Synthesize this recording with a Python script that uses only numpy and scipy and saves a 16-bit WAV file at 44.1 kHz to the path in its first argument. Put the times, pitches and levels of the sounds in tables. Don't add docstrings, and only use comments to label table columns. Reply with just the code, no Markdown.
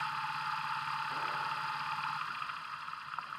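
import sys
import numpy as np
from scipy import signal
from scipy.fft import rfft, irfft
from scipy.io import wavfile
from scipy.ndimage import uniform_filter1d

SR = 44100
rng = np.random.default_rng(int(sys.argv[2]) if len(sys.argv) > 2 else 0)


def voltage_ratio(decibels):
    exponent = np.asarray(decibels, float) / 20
    return 10 ** exponent


def master_out(mix):
    frames = np.transpose(np.atleast_2d(mix))
    ceiling = np.clip(frames, -1, 1)
    pcm = np.round(ceiling * 32767).astype(np.int16)
    wavfile.write(sys.argv[1], SR, pcm)


N = 149058
T = np.arange(N) / SR

# t/s, level/dB
WIND_LEVEL = [(0.0, -52.5), (0.03, -63.5), (0.89, -64), (1.09, -61.5), (1.12, -53.5), (1.34, -52),
              (1.38, -56.5), (1.55, -56.5), (1.72, -60.5), (2.64, -67), (2.71, -68), (3.13, -69.5),
              (3.17, -70), (3.19, -64), (3.23, -65), (3.38, -67)]
# f/Hz, density/dB per Hz
WASH_SPECTRUM = [(20, -25), (60, -21), (110, -5.5), (220, 0.5), (330, -6), (500, -11.5), (620, -2.5),
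                 (800, -9.5)]
# t/s, f/Hz
MOAN_PITCH = [
    (1.1, 236),
    (1.25, 351),
    (1.5, 416),
    (1.8, 426),
]
# t/s, peak level/dB, f/Hz
SHUT_KNOCKS = [(2.2116, -28, 1230), (2.2805, -31.5, 1206), (2.3038, -28, 1370), (2.3486, -39, 1220),
               (2.4195, -28, 1269), (2.4916, -33, 1370), (2.497, -27.5, 1350), (2.565, -32, 1214),
               (2.6494, -39, 1240), (2.7379, -31.5, 1250), (2.83, -32.5, 1280), (2.8806, -31, 1314),
               (2.9312, -29.5, 1270), (3.0836, -32, 1300), (3.118, -40, 1370), (3.1368, -29.5, 1330),
               (3.238, -38, 1090), (3.296, -55, 1360), (3.3257, -31, 1330), (3.351, -33, 1110)]
# t/s, peak level/dB, f/Hz
LOADED_KNOCKS = [(0.028, -27, 1310), (0.0563, -31, 1330), (0.0807, -40, 1240), (0.0922, -36, 1240),
                 (0.2324, -26, 1190), (0.376, -35.5, 1160), (0.4349, -36, 1210), (0.4713, -30, 1370),
                 (0.4959, -23, 1260), (0.5236, -24, 1294), (0.5736, -28, 1270), (0.6934, -31, 1180),
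                 (0.7205, -27, 1300), (0.788, -28.5, 1240), (0.8738, -28.5, 1335), (0.9005, -33, 1060),
                 (0.926, -35, 1350), (0.9607, -47, 1240), (1.0201, -31, 1310), (1.1101, -28, 1180),
                 (1.2515, -24.5, 1310), (1.512, -31, 1210), (1.8878, -28, 1240), (1.9834, -28, 1250),
                 (2.0375, -25, 1290), (2.0629, -26, 1070), (2.0858, -26, 1370), (2.1287, -23.5, 1240),
                 (2.1553, -35, 1270)]
# t/s, f/Hz, level/dB, t60/s
HARD_SEAM = [
    (3.1842, 743, -45.5, 0.056),
    (3.1847, 994, -24, 0.026),
    (3.1846, 1316, -22, 0.032),
    (3.187, 145, -54, 0.19),
]
# t/s, f/Hz, level/dB, t60/s
SOFT_SEAMS = [
    (3.268, 600, -49, .05),
    (3.268, 760, -50, .05),
    (2.285, 185, -50, .15),
    (2.285, 290, -54, .1),
    (2.285, 390, -54, .1),
]
# t/s, rate/cycles per s
ENGINE_SPEED = [(0.0, 17.39), (0.3, 17.19), (0.6, 17.14), (0.9, 17.24), (1.2, 17.16), (1.5, 17.24),
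                (1.8, 17.1), (2.05, 17.33), (2.2, 16.35), (2.3, 14.48), (2.55, 13.18), (2.75, 11.35),
                (3.0, 9.76), (3.38, 8.4)]
# place/cycle, level/dB
FIRINGS = [(.85, 0)]
# f/Hz, width/Hz, level/dB
PIPE_MODES = [(147, 23, 0), (101, 16, -24), (205, 70, -15)]
# t/s, peak level/dB, f/Hz
OVERRUN_PUFFS = [(2.212, -55, 152), (2.285, -57.5, 145), (2.35, -61, 137), (2.41, -57, 143),
                 (2.485, -59, 137), (2.572, -56.5, 159), (2.655, -70, 138), (2.73, -59.5, 153),
                 (2.87, -60, 160), (2.95, -69, 151), (3.06, -60, 142), (3.13, -57.5, 152),
                 (3.285, -63, 149.4), (3.355, -63, 152)]
# t/s, peak level/dB
SHUT_CLACKS = [(2.21, -34.5), (2.2468, -48), (2.317, -42), (2.347, -35), (2.3855, -41), (2.4204, -35),
               (2.4568, -45), (2.4917, -36), (2.5646, -38), (2.6445, -42.5), (2.7336, -45), (2.819, -41.5),
               (2.8763, -45), (2.9257, -46), (3.0135, -54), (3.0814, -49), (3.1343, -42), (3.228, -48.5),
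               (3.292, -50), (3.347, -43.5)]
# t/s, peak level/dB
FRONT_CLACKS = [(0.0015, -35), (0.0575, -37), (0.1168, -39), (0.1757, -39.5), (0.2327, -36), (0.2895, -34),
                (0.347, -36.5), (0.4092, -41.3), (0.4638, -40), (0.5248, -44.6), (0.5808, -38),
                (0.6401, -51), (0.6993, -39), (0.7588, -39), (0.8143, -35.5), (0.8729, -35), (0.9312, -36),
                (0.988, -36), (1.0473, -37), (1.1058, -41.6), (1.1636, -39.7), (1.223, -35), (1.2807, -30),
                (1.3367, -40), (1.3963, -43), (1.4534, -42), (1.5118, -34), (1.5702, -36), (1.6278, -45),
                (1.6868, -39), (1.7436, -39), (1.8022, -32.5), (1.8609, -32.5), (1.919, -32),
                (1.9779, -40.6), (2.0359, -31), (2.0934, -41), (2.1555, -46)]
# t/s, peak level/dB
REAR_CLACKS = [(0.0291, -53), (0.087, -38.5), (0.1454, -39), (0.2045, -37), (0.261, -34.5), (0.3209, -42.6),
               (0.3785, -53), (0.434, -38.9), (0.493, -43), (0.5519, -41), (0.61, -35.5), (0.6695, -38.4),
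               (0.7249, -51), (0.7852, -45.0), (0.8435, -44), (0.901, -37), (0.9605, -40), (1.018, -36),
               (1.0764, -37.5), (1.1345, -43), (1.1918, -42), (1.2512, -39), (1.3075, -42.8), (1.367, -38),
               (1.4242, -50), (1.4826, -52), (1.5411, -43), (1.599, -49), (1.6566, -40), (1.7146, -44),
               (1.7735, -48), (1.8312, -39.9), (1.889, -40.7), (1.9478, -43.1), (2.004, -37), (2.0643, -42),
               (2.1213, -45.6), (2.1814, -41)]
TOOTH_MESH = [(.17, .06, 1.0), (.92, .06, -.45), (.36, .09, .5), (.76, .11, -.3)]
# t/s, level/dB
FRAME_SHAKE = [(0.0, -35), (.08, -38.5), (.5, -38), (1.0, -38), (1.3, -37.5), (1.96, -38.5), (2.3, -39),
               (2.7, -41.5), (3.05, -44), (3.38, -43.5)]
# f/Hz, width/Hz, level/dB
BODY_MODES = [(892, 100, -8.5), (1050, 152, -4), (1240, 142, 0), (1370, 144, -2.5), (1477, 160, -6.5),
              (1633, 320, -6), (1881, 140, -14), (2054, 130, -14)]
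# f/Hz, width/Hz, level/dB
LID_MODES = [(2436, 390, 3), (2583, 560, 3), (2765, 174, 1.5), (2943, 71, -10), (3226, 290, -2.5),
             (3450, 84, -11)]
# f/Hz, width/Hz, level/dB
LATCH_MODES = [(3875, 820, 0.5), (4117, 102, -0.5), (4260, 360, -4), (4764, 280, 2.5), (5066, 380, -2)]
# f/Hz, width/Hz, level/dB
LEAK_MODES = [(5485, 180, -4), (5750, 160, -5), (6410, 730, -0.5), (7020, 240, -5), (7530, 630, -5.5),
              (8430, 1300, 2), (9520, 3100, 0.5), (11580, 1400, -6.5), (12500, 1600, -11.5),
              (14500, 1200, -6)]
# place/cycle, level over clatter/dB, decay/cycles
BODY_BLOWS = [(.93, 5, .14), (.44, 6, .13), (.28, 2, .07), (.83, 1, .04)]
SHELL_BLOWS = [(0.874, 1.5, 0.66), (0.56, 1.6, 0.07)]
LID_BLOWS = [(.95, 3, .06), (.45, 2, .04), (.28, 2, .04)]
LATCH_BLOWS = [(.79, 6, .1), (.32, 1, .04), (.52, -1, .1)]
LEAK_BLOWS = [(.04, 6.1, 0.33), (.55, 5.7, 0.5)]

START_CYCLES = -.068
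SHUT_S, SHUT_LEN_S = 2.216, .095


def evened(x):
    return x / np.sqrt(np.mean(x ** 2) + 1e-20)


def curve(points):
    return np.interp(T, *np.transpose(points))


def highpass(x, order, edge_hz):
    return signal.sosfilt(signal.butter(order, edge_hz, "high", fs=SR, output="sos"), x)


def resonate(x, f_hz, width_hz):
    turn = np.exp(2j * np.pi * np.cumsum(f_hz * np.ones(N)) / SR)
    r = np.exp(-np.pi * width_hz / SR)
    return 2 * (turn * signal.lfilter([(1 - r) ** 2], [1, -2 * r, r * r], x / turn)).real


def through(x, modes):
    return sum((-1) ** k * voltage_ratio(db) / np.sqrt(width_hz) * resonate(x, f_hz, width_hz)
               for k, (f_hz, width_hz, db) in enumerate(modes))


def drift(rate_hz):
    rates_hz = np.geomspace(rate_hz / 20, rate_hz, 20)
    return evened(sum(np.sin(2 * np.pi * (f * T + rng.random())) / np.sqrt(f) for f in rates_hz))


def per_cycle(turns, spread_db):
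    return voltage_ratio(spread_db * rng.standard_normal(99))[np.floor(turns).astype(int) + 9]


def add(mix, start_s, sound):
    part = mix[int(start_s * SR):][:len(sound)]
    part += sound[:len(part)]


def burst(rows, length_s):
    out = np.zeros(N)
    t = np.arange(0, 10 * length_s, 1 / SR)
    swell = t / length_s * np.exp(1 - t / length_s)
    for start_s, db, *f_hz in rows:
        tone = np.sin(2 * np.pi * f_hz[0] * t) if f_hz else 1
        add(out, start_s, voltage_ratio(db) * swell * tone)
    return out


def wind():
    wash_top_db, gust_from_db = -62.5, -63
    hz, (f_hz, db) = np.fft.rfftfreq(N, 1 / SR), np.transpose(WASH_SPECTRUM)
    colour = voltage_ratio(np.interp(np.log(hz + 1), np.log(f_hz), db, right=-99))
    wash = evened(irfft(rfft(rng.standard_normal(N)) * colour, N))
    level_db = curve(WIND_LEVEL) + .72 * drift(29.87)
    voices = [(curve(MOAN_PITCH), 28, -8), (590, 30, -8), (505, 1070, 1)]
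    gust = sum(voltage_ratio(db) * evened(resonate(rng.standard_normal(N), f_hz, width_hz))
               for f_hz, width_hz, db in voices)
    gust = highpass(gust, 3, 220)
    gust_open = np.clip((level_db - gust_from_db) / 8, 0, 1)
    return voltage_ratio(np.minimum(level_db, wash_top_db)) * wash + voltage_ratio(level_db) * gust_open * gust


def coasting(turns, shut):
    teeth_per_cycle, start_db, fade_db_per_s = 52, -66, -22
    level_db = start_db + fade_db_per_s * (T - SHUT_S) + 2.2 * drift(30)
    return shut * voltage_ratio(level_db) * np.cos(2 * np.pi * teeth_per_cycle * turns + 2.2 * drift(30))


def tyres(shut):
    return shut * voltage_ratio(-77) * evened(resonate(rng.standard_normal(N), f_hz=85, width_hz=70))


def exhaust(turns, shut):
    thump_db, thump_spread_db, thump_shut_db = -57, .5, -30
    rumble_db, rumble_shut_db, fade_db_per_s = -16, 1, 1
    pulses = 0
    for at, db in FIRINGS:
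        fires = np.diff(np.floor(turns - at), prepend=-2)
        pulses = pulses + voltage_ratio(db) * per_cycle(turns - at, thump_spread_db) * fires
    thumps = voltage_ratio(thump_shut_db * shut) * evened(through(pulses, PIPE_MODES))
    rumble = evened(through(rng.standard_normal(N), PIPE_MODES))
    pipe = highpass(thumps + voltage_ratio(rumble_db + rumble_shut_db * shut) * rumble, 4, 92)
    level_db = thump_db + fade_db_per_s * np.maximum(T - SHUT_S, 0)
    return voltage_ratio(level_db) * pipe + burst(OVERRUN_PUFFS, length_s=.017)


def seams():
    out, rise_s = np.zeros(N), .0007
    for start_s, f_hz, db, t60_s in HARD_SEAM + SOFT_SEAMS:
        t = np.maximum(T - start_s, 0)
        rise = (1 - np.exp(-t * min(1 / rise_s, f_hz))) ** 2
        out += rise * voltage_ratio(db - 60 * t / t60_s) * np.sin(2 * np.pi * f_hz * t)
    return out


def mount():
    rough = 1 + .29 * evened(resonate(rng.standard_normal(N), f_hz=138, width_hz=210))
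    knocks = voltage_ratio(-2) * burst(SHUT_KNOCKS, length_s=.0022)
    knocks = knocks + voltage_ratio(-5.5) * burst(LOADED_KNOCKS, length_s=.0019)
    return highpass(rough * knocks, 6, 850)


def valves():
    ring = evened(sum(voltage_ratio(db) * np.sin(2 * np.pi * f_hz * T + 3 * drift(60))
                      for f_hz, _, db in LID_MODES))
    clacks = voltage_ratio(-5) * burst(SHUT_CLACKS, length_s=.0028)
    return ring * (clacks + voltage_ratio(-6) * burst(FRONT_CLACKS + REAR_CLACKS, length_s=.0018))


def gear_whine(turns):
    tone_hz, wander_rad, level_db, unloaded_db = 879, 1.3, -42, -65
    load_off_s, load_off_len_s = 2.185, .04
    chain_cycles, chain_at_cycles, chain_db = 4.12, .35, 1.6
    press = 0
    for at, length, strength in TOOTH_MESH:
        place = turns - at + .5
        swell = np.exp(-.5 * ((place % 1 - .5) / length) ** 2)
        press = press + strength * per_cycle(place, spread_db=.8) * swell
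    tone = np.cos(2 * np.pi * tone_hz * T + wander_rad * drift(12))
    pull_db = chain_db * np.cos(2 * np.pi * (turns - chain_at_cycles) / chain_cycles)
    unloaded = np.clip((T - load_off_s) / load_off_len_s + .5, 0, 1)
    return voltage_ratio(level_db + pull_db + unloaded_db * unloaded) * evened(press * tone)


def clatter(turns, shut, modes, blows, db, shut_db, blow_shut_db, per_s, grain_db, spread_db):
    sizes = voltage_ratio(grain_db * np.minimum(rng.exponential(1, N), 2.5))
    ticks = (rng.random(N) < per_s / SR) * sizes * rng.standard_normal(N)
    power = 0
    for at, blow_db, decay in blows:
        fall = np.exp(-((turns - at) % 1) / decay)
        power = power + (voltage_ratio(blow_db) * per_cycle(turns - at, spread_db) * fall) ** 2
    blow_power = voltage_ratio(blow_shut_db * shut) ** 2 * uniform_filter1d(power, size=220)
    bunch = voltage_ratio(shut_db * shut) ** 2 + blow_power
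    return voltage_ratio(db) * evened(through(ticks * np.sqrt(bunch), modes))


def housing(turns, shut):
    parts = [  # modes, blows, dB, shut dB, blow shut dB, ticks per s, grain dB, spread dB
        (BODY_MODES[:5], BODY_BLOWS, -2, -.5, -7, 30000, -3, 1.2),
        (BODY_MODES[5:], SHELL_BLOWS, -11, -4.5, 1.9, 12000, -.5, .3),
        (LID_MODES, LID_BLOWS, -12.5, -2.5, 4.5, 14000, -3.5, -1),
        (LATCH_MODES, LATCH_BLOWS, -16, -2.2, -.5, 11000, 2, 1.5),
        (LEAK_MODES[:7], LEAK_BLOWS, -28.5, -1.3, -1.5, 39000, -7.5, .5),
        (LEAK_MODES[7:], LEAK_BLOWS, -37.5, -4, -1.5, 20000, 4, .8)]
    return voltage_ratio(curve(FRAME_SHAKE)) * sum(clatter(turns, shut, *part) for part in parts)


def scene():
    turns = START_CYCLES + np.cumsum(curve(ENGINE_SPEED)) / SR
    shut = np.clip((T - SHUT_S) / SHUT_LEN_S + .5, 0, 1)
    mix = wind() + coasting(turns, shut) + tyres(shut) + exhaust(turns, shut)
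    mix = mix + seams() + mount() + valves()
    frame = highpass(gear_whine(turns) + housing(turns, shut), 8, 830)
    return (mix + frame)[None]


def low_pass(x):
    return signal.sosfilt(signal.butter(12, 16010, fs=SR, output="sos"), x)


def record(dry):
    edge = signal.firwin(801, 15250, window=("kaiser", 9), fs=SR)
    mix = signal.oaconvolve(dry, edge[None], "same")
    return low_pass(mix)


dry = scene()
out = record(dry)
master_out(out)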